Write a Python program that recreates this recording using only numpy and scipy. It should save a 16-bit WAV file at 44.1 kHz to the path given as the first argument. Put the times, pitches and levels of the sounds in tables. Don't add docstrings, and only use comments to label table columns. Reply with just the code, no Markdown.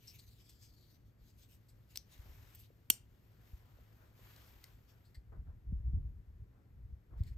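import sys
import numpy as np
from scipy import signal
from scipy.fft import rfft, irfft, next_fast_len
from scipy.io import wavfile
from scipy.ndimage import uniform_filter1d

SR = 44100
rng = np.random.default_rng(int(sys.argv[2]) if len(sys.argv) > 2 else 0)


def store_pcm(level_fs):
    pcm = np.round(np.clip(level_fs, -1, 1) * 32767).astype(np.int16)
    wavfile.write(sys.argv[1], SR, np.atleast_2d(pcm).T)


N = 325369
TIME = np.arange(N) / SR


def amp(db):
    return np.exp(np.asarray(db) * np.log(10) / 20)


def unit_rms(x):
    return x / np.sqrt(np.mean(x ** 2) + 1e-20)


def unit_hit(x):
    return x / np.sqrt(np.sum(x ** 2) * 1000 / SR + 1e-20)


def curve_at(points, hz):
    knots_hz, values = np.transpose(points)
    return np.interp(np.log(hz + 1), np.log(knots_hz + 1), values)


def add(mix, start_s, sound):
    part = mix[max(0, round(start_s * SR)):][:len(sound)]
    part += sound[:len(part)]


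def equalise(x, db_at, size=8192):
    log_gain = np.log(amp(db_at(abs(np.fft.fftfreq(size, 1 / SR)))))
    taps = np.fft.ifft(np.exp(np.conj(signal.hilbert(log_gain)))).real
    return signal.fftconvolve(x, taps[:size // 2])


# frequency in Hz, left-right likeness (1 is mono).
STEREO_LIKENESS = [(100, 0.98), (300, .8), (900, 0.13), (5500, 0.4), (7200, 1)]

def stereo_pair(a, b, hz):
    likeness = np.clip(curve_at(STEREO_LIKENESS, hz), -1, 1)
    return np.array([a, likeness * a + np.sqrt(1 - likeness ** 2) * b])


def noise(spectrum):
    size = next_fast_len(N)
    hz = np.fft.rfftfreq(size, 1 / SR)
    pair = stereo_pair(*rfft(rng.standard_normal((2, size))), hz)
    return unit_rms(irfft(pair * amp(curve_at(spectrum, hz)), size)[:, :N])


def grain(rate_hz, depth_db):
    chance = np.clip(rng.standard_normal(N // 20), -2.5, 2.5)
    return unit_rms(np.interp(TIME * rate_hz, np.arange(len(chance)), amp(depth_db * chance)))


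def patchy(x, depth_db):
    spectra = signal.stft(x, SR, nperseg=512)[2]
    patches = rng.standard_normal(spectra.shape[1:])
    patches = uniform_filter1d(uniform_filter1d(patches, size=7, axis=0), size=14, axis=1)
    return unit_rms(signal.istft(spectra * amp(depth_db * unit_rms(patches)), SR)[1][:, :N])


def speed(start_s, length_s):
    return np.sin(np.pi * np.clip((TIME - start_s) / length_s, 0, 1)).clip(0)


def resonate(x, hz, width_hz):
    carrier = np.exp(2j * np.pi * np.cumsum(hz) / SR)
    pole = np.exp(-np.pi * width_hz / SR)
    return unit_rms((carrier * signal.lfilter([1 - pole], [1, -pole], x / carrier)).real)


# frequency in Hz, gain in dB.
AIR_EQ = [(20, -18.5), (55, -3), (115, 2.5), (160, -7.5), (400, -17), (1600, -37.5), (3000, -66.5)]
HISS_EQ = [(300, -11), (1000, 7.5), (1900, 9), (3000, 0.5), (10000, -8), (12200, 1.5), (16000, -11.5)]

def room_tone(hum_hz=108, hum_db=-69):
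    hum = np.sqrt(2) * np.sin(2 * np.pi * hum_hz * TIME) * grain(rate_hz=8.6, depth_db=1.0)
    return amp(-66) * noise(AIR_EQ) + amp(hum_db) * hum + amp(-83.5) * noise(HISS_EQ)


# frequency in Hz, seconds to fall 60 dB.
REVERB_T60 = [(200, 0.54), (5000, 0.19), (14000, 0.15)]
# frequency in Hz, gain in dB.
REVERB_EQ = [(1500, -3.5), (3000, -4.5), (6100, 2), (7400, -2.5), (9000, 2), (12500, -8), (15300, -7),
             (16300, -18)]

def reverb(x, build_s=0.0018):
    hz, t, spectra = signal.stft(rng.standard_normal((2, SR // 2)), SR, nperseg=256)
    hz = hz[:, None]
    decay = amp(curve_at(REVERB_EQ, hz) - 60 * t / curve_at(REVERB_T60, hz))
    tail = signal.istft(stereo_pair(*spectra, hz) * decay, SR)[1]
    tail *= 1 - np.exp(-TIME[:tail.shape[1]] / build_s)
    return signal.fftconvolve(x[None], tail / np.linalg.norm(tail[0]), axes=1)[:, :N]


# start in seconds, length in seconds, level in dB.
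HAND_TURNS = [(2.146, 0.36, -58), (5.261, 0.35, -47), (5.621, 0.6, -38), (6.153, 0.41, -57.5),
              (6.726, 0.29, -48.5), (7.064, 0.37, -43.5)]
# frequency in Hz, gain in dB.
RUMBLE_EQ = [(15, -33.5), (30, -11.5), (55, 3), (110, -12), (400, -49.5), (3000, -91.5)]

def hand_rumble(resting_db=-67):
    level = amp(resting_db) + sum(amp(db) * speed(start, length) for start, length, db in HAND_TURNS)
    return noise(RUMBLE_EQ) * level * grain(rate_hz=35, depth_db=4.0)


# start in seconds, level in dB, pitch in Hz.
HAND_BUMPS = [(2.189, -43, 59), (2.703, -56, 444), (2.902, -41.5, 245.6), (3.531, -39.5, 58),
              (3.787, -60.5, 540), (4.191, -60, 476), (5.172, -42, 57.4), (5.723, -33, 149),
              (5.728, -31.5, 63.6), (5.934, -31.5, 118), (5.936, -25.5, 60.8), (6.416, -42.5, 96.6),
              (6.925, -37, 57.7), (7.201, -40.5, 121.5), (7.206, -26, 71)]

def thumps(rise_cycles=0.52, padding_s=0.00078):
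    t, out = np.arange(SR // 4) / SR, np.zeros(N)
    for start, db, hz in HAND_BUMPS:
        age = t / (padding_s + rise_cycles / hz)
        swell = (age * np.exp(1 - age)) ** 2
        add(out, start, amp(db) * swell * np.sin(2 * np.pi * hz * t))
    return out


# start in seconds, level in dB, attack in seconds.
HOLD_SHIFTS = [(5.318, -60.5, 0.011), (5.35, -71.5, 0.017), (5.458, -71, 0.026), (6.52, -76, 0.045),
               (7.1, -68, 0.039)]
# frequency in Hz, gain in dB.
PALM_EQ = [(100, -9), (400, 8), (900, 1), (1500, -1), (2600, -23.5), (8000, -43)]

def palm_rubs():
    level = np.zeros(N)
    for start, db, attack in HOLD_SHIFTS:
        age = np.maximum(TIME - start, 0) / attack
        level += amp(db) * age * np.exp(1 - age)
    return level * noise(PALM_EQ) * grain(rate_hz=160, depth_db=1.5)


# start in seconds, length in seconds, level in dB, fizz boost in dB.
ARM_SWEEPS = [(1.194, 2.16, -85.5, 6.5), (2.057, 0.555, -70.5, 3), (3.037, 1.46, -75, -0.5),
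              (3.407, 0.21, -79.5, 7), (3.966, 0.12, -71, -10), (4.15, 0.4, -68.5, 3.5),
              (4.384, 0.39, -71.5, 2.5), (4.555, 0.64, -78.5, 1)]
# frequency in Hz, gain in dB.
SLEEVE_BODY_EQ = [(100, -18), (350, 4.5), (1500, 1.5), (2500, -7.5), (8000, -30)]
SLEEVE_FIZZ_EQ = [(500, -10), (2000, 3), (3500, 0.5), (6500, -4), (9800, -9.5), (12000, 2), (15300, -3),
                  (16300, -20)]

def sleeve(body_exponent=0.8, fizz_exponent=0.44):
    body_power, fizz_power = np.zeros((2, N))
    for start, length, db, fizz_db in ARM_SWEEPS:
        arm = speed(start, length)
        body_power += (amp(db) * arm ** body_exponent) ** 2
        fizz_power += (amp(db + fizz_db) * arm ** fizz_exponent) ** 2
    body = amp(-0.82) * patchy(noise(SLEEVE_BODY_EQ), depth_db=1.7) * np.sqrt(body_power)
    body *= grain(rate_hz=38, depth_db=1.0)
    fizz = amp(-2.5) * patchy(noise(SLEEVE_FIZZ_EQ), depth_db=1.1) * np.sqrt(fizz_power)
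    return (body + fizz) * grain(rate_hz=190, depth_db=1.15)


# start in seconds, length in seconds, level in dB,
# the handle's singing pitch in Hz, singing over scrape in dB.
FINGER_STROKES = [(0.005, 0.17, -67.5, 2950, -9), (0.18, 0.24, -71.5, 4070, -7.5),
                  (0.39, 0.18, -72, 5040, -1), (0.6, 0.075, -68.5, 5030, 0), (0.702, 0.24, -76, 4550, -1.5),
                  (0.922, 0.21, -83, 4420, -14), (1.188, 0.14, -83.5, 4550, -3),
                  (1.234, 0.12, -80.5, 6400, -8), (1.377, 0.085, -70.5, 4430, -12),
                  (1.489, 0.075, -71.5, 8560, -7.5), (1.893, 0.13, -68.5, 4370, -13),
                  (2.118, 0.043, -65.5, 3860, -5), (2.463, 0.203, -72, 3120, -8.5),
                  (4.892, 0.037, -72, 5390, -12), (7.171, 0.17, -79, 1910, 0)]
# frequency in Hz, gain in dB.
GRIP_EQ = [(1500, -11), (2400, -2.5), (4500, -3), (7000, -6), (9800, -9), (11700, -2.5), (15300, -6.5),
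           (16300, -22)]

def fingers(press_s=0.015, lift_s=0.021, sing_width_hz=380, sag_per_s=0.22):
    scrape = patchy(noise(GRIP_EQ), depth_db=4.0)
    drive, out = noise(GRIP_EQ), np.zeros((2, N))
    for start, length, db, sing_hz, sing_db in FINGER_STROKES:
        span = slice(max(0, round((start - length) * SR)), round((start + 2 * length) * SR))
        t = TIME[span] - start
        pressure = .25 * (1 + np.tanh(t / press_s)) * (1 + np.tanh((length - t) / lift_s))
        singing = resonate(drive[:, span], sing_hz * (1 - sag_per_s * t), sing_width_hz)
        out[:, span] += amp(db) * pressure * (scrape[:, span] + amp(sing_db) * singing)
    return out * grain(rate_hz=430, depth_db=1.0) * grain(rate_hz=46, depth_db=3.0)


# start in seconds, level in dB, attack in seconds,
# ring pitch in Hz, ring over scratch in dB.
TICK_SLIPS = [(0.07, -42, 0.012, 5420, 22.5), (0.186, -49, 0.007, 4530, 7.5),
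              (.489, -50.5, 0.0077, 5400, -4), (0.614, -53, 0.019, 6140, 13),
              (1.683, -57.5, 0.0095, 4900, 3), (1.955, -41, 0.0033, 4400, 8),
              (2.548, -47, 0.0033, 14600, 17), (2.589, -48.5, 0.011, 12700, 19),
              (4.3626, -56.5, 0.00047, 4300, 11), (4.6411, -47.5, 0.00064, 5240, 5),
              (4.639, -52, 0.0018, 1920, 30), (5.045, -62.5, 0.012, 4500, 12),
              (5.143, -55.5, 0.0084, 4510, 16), (5.144, -56.5, 0.0059, 1890, 38),
              (7.235, -59, 0.00085, 4410, 7), (7.261, -58.5, 0.013, 4360, 11)]
# frequency in Hz, gain in dB.
SCRATCH_EQ = [(100, -8), (1400, -10), (2900, -3), (4300, 2.5), (6400, -3.5), (8200, 7.5), (9600, -4.5),
              (11500, 2.5), (15300, -2.5), (16300, -19)]

def ticks(ring_width=0.073, rough_db=4):
    t, out = np.arange(SR // 8) / SR, np.zeros(N)
    for start, db, attack, ring_hz, ring_db in TICK_SLIPS:
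        contacts, sizes = rng.standard_normal((2, len(t)))
        burst = contacts * amp(rough_db * sizes) * t / attack * np.exp(-t / attack)
        resonance = lambda hz: amp(ring_db) / (1 + ((hz / ring_hz - 1) / ring_width) ** 2)
        tone_db = lambda hz: curve_at(SCRATCH_EQ, hz) + 20 * np.log10(1 + resonance(hz))
        add(out, start, amp(db) * unit_hit(equalise(burst, tone_db)))
    return out


# frequency in Hz, left over right in dB.
BLADE_PAN = [(250, -1), (750, 7.5), (3000, -4), (5000, -0.5), (6600, 3.5), (9000, 0)]

def strike(blows, pitches, crack_eq, crack_db, ring_send_db, crack_send_db, off_centre_db=-22):
    t = np.arange(SR // 10) / SR
    rings, cracks = np.zeros((2, N))
    for start, db, centre_hz, octaves, decay_scale in blows:
        bell = lambda hz: np.exp(-.5 * (np.log2((hz + 1) / centre_hz) / octaves) ** 2)
        focus_db = lambda hz: off_centre_db * (1 - bell(hz))
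        ring = sum(amp(ring_db - 60 * t / (t60 * decay_scale)) * np.sin(2 * np.pi * hz * t)
                   for hz, ring_db, t60 in pitches)
        burst = 0.12 * rng.choice([-1., 1.], len(t)) * np.exp(-t / .0004)
        burst[0] = 1
        crack = equalise(burst, lambda hz: curve_at(crack_eq, hz) + 0.61 * focus_db(hz))
        add(rings, start, amp(db) * unit_hit(equalise(ring, focus_db)))
        add(cracks, start, amp(db + crack_db) * unit_hit(crack))
    direct = np.array([equalise(rings + cracks, lambda hz: side * curve_at(BLADE_PAN, hz))[:N]
                       for side in (.5, -.5)])
    return direct + reverb(amp(crack_send_db) * cracks + amp(ring_send_db) * rings)


# start in seconds, level in dB, centre in Hz,
# width in octaves, ring time multiplier.
LOCK_BLOWS = [(1.9587, -45.5, 4800, 2, .4), (1.9734, -40, 14000, 0.56, 2.3),
              (1.9739, -34.5, 5700, 0.62, 1.1)]
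# pitch in Hz, level in dB, seconds to fall 60 dB.
LOCK_RING = [(3560, 2, .008), (5040, -6, 0.0056), (5500, -5.5, 0.01), (5800, -5, .007), (6040, -4, 0.0093),
             (11100, -6, .003), (12400, -1, .004), (15050, 5, .005)]
# frequency in Hz, gain in dB.
LOCK_CRACK_EQ = [(1500, -11.5), (3400, -5), (5500, -5.5), (7400, -8), (11200, 2), (16000, -1)]

def lock_release():
    return strike(LOCK_BLOWS, LOCK_RING, LOCK_CRACK_EQ, crack_db=-2, ring_send_db=-18, crack_send_db=-24)


# start in seconds, level in dB,
# centre in Hz, width in octaves, ring time multiplier.
BLADE_BLOWS = [(2.90135, -14, 13300, 0.46, 1), (2.9019, -18, 3100, 0.28, 1),
               (2.9028, -19.3, 8300, 0.62, 1.1), (2.90398, -21, 12600, 0.33, 1),
               (2.9048, -26.5, 4895, 0.4, 0.7)]
# pitch in Hz, level in dB, seconds to fall 60 dB.
SNAP_RING = [(2930, 0, .015), (3170, -1, .015), (3450, -1, .009), (4310, -2, .011), (4975, -3, .009),
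             (5550, -8, .009), (5955, -7, .018), (6330, -8, .018), (7595, -3, .015), (8400, -1, .012),
             (8960, 0, .011), (12215, -4, .006), (12640, -1, .006), (12960, -2, .005), (13350, -5, .006),
             (15450, -4, .004)]
# frequency in Hz, gain in dB.
SNAP_CRACK_EQ = [(100, -15.5), (450, -9), (1300, -19.5), (2200, -23), (3000, -2), (3750, -3.5), (4700, 2),
                 (8500, 3), (10800, -1), (12800, 2.5), (15800, 4)]

def blade_snap():
    return strike(BLADE_BLOWS, SNAP_RING, SNAP_CRACK_EQ,
                  crack_db=-3.5, ring_send_db=-19, crack_send_db=-13)


def scene():
    slips = ticks()
    steel = blade_snap() + lock_release() + slips + amp(-13.5) * reverb(slips)
    handling = fingers() + sleeve() + palm_rubs() + thumps() + hand_rumble()
    return steel + handling + room_tone()


# frequency in Hz, right-side lag in radians.
MIC_LAG = [(150, 0.28), (1300, 1.07), (3200, 0.68), (7300, 1.3), (9400, -2.5), (12800, -5.5), (14200, -6),
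           (16000, -9)]
# frequency in Hz, left over right in dB.
MIC_PAN = [(120, 0.95), (400, 3), (1500, 3.5), (5400, 6), (7200, 1), (9500, 0)]

def record(dry, cutoff_hz=16700):
    size = next_fast_len(N)
    lag = np.exp(-1j * curve_at(MIC_LAG, np.fft.rfftfreq(size, 1 / SR)))
    shifted = irfft(rfft(dry[1], size) * lag, size)
    left = equalise(dry[0], lambda hz: .5 * curve_at(MIC_PAN, hz))[:N]
    right = equalise(shifted, lambda hz: -.5 * curve_at(MIC_PAN, hz))[:N]
    lowpass = signal.firwin(255, cutoff_hz, window=("kaiser", 8), fs=SR)
    return signal.oaconvolve(np.array([left, right]), lowpass[None], "same")


dry = scene()
out = record(dry)
store_pcm(out)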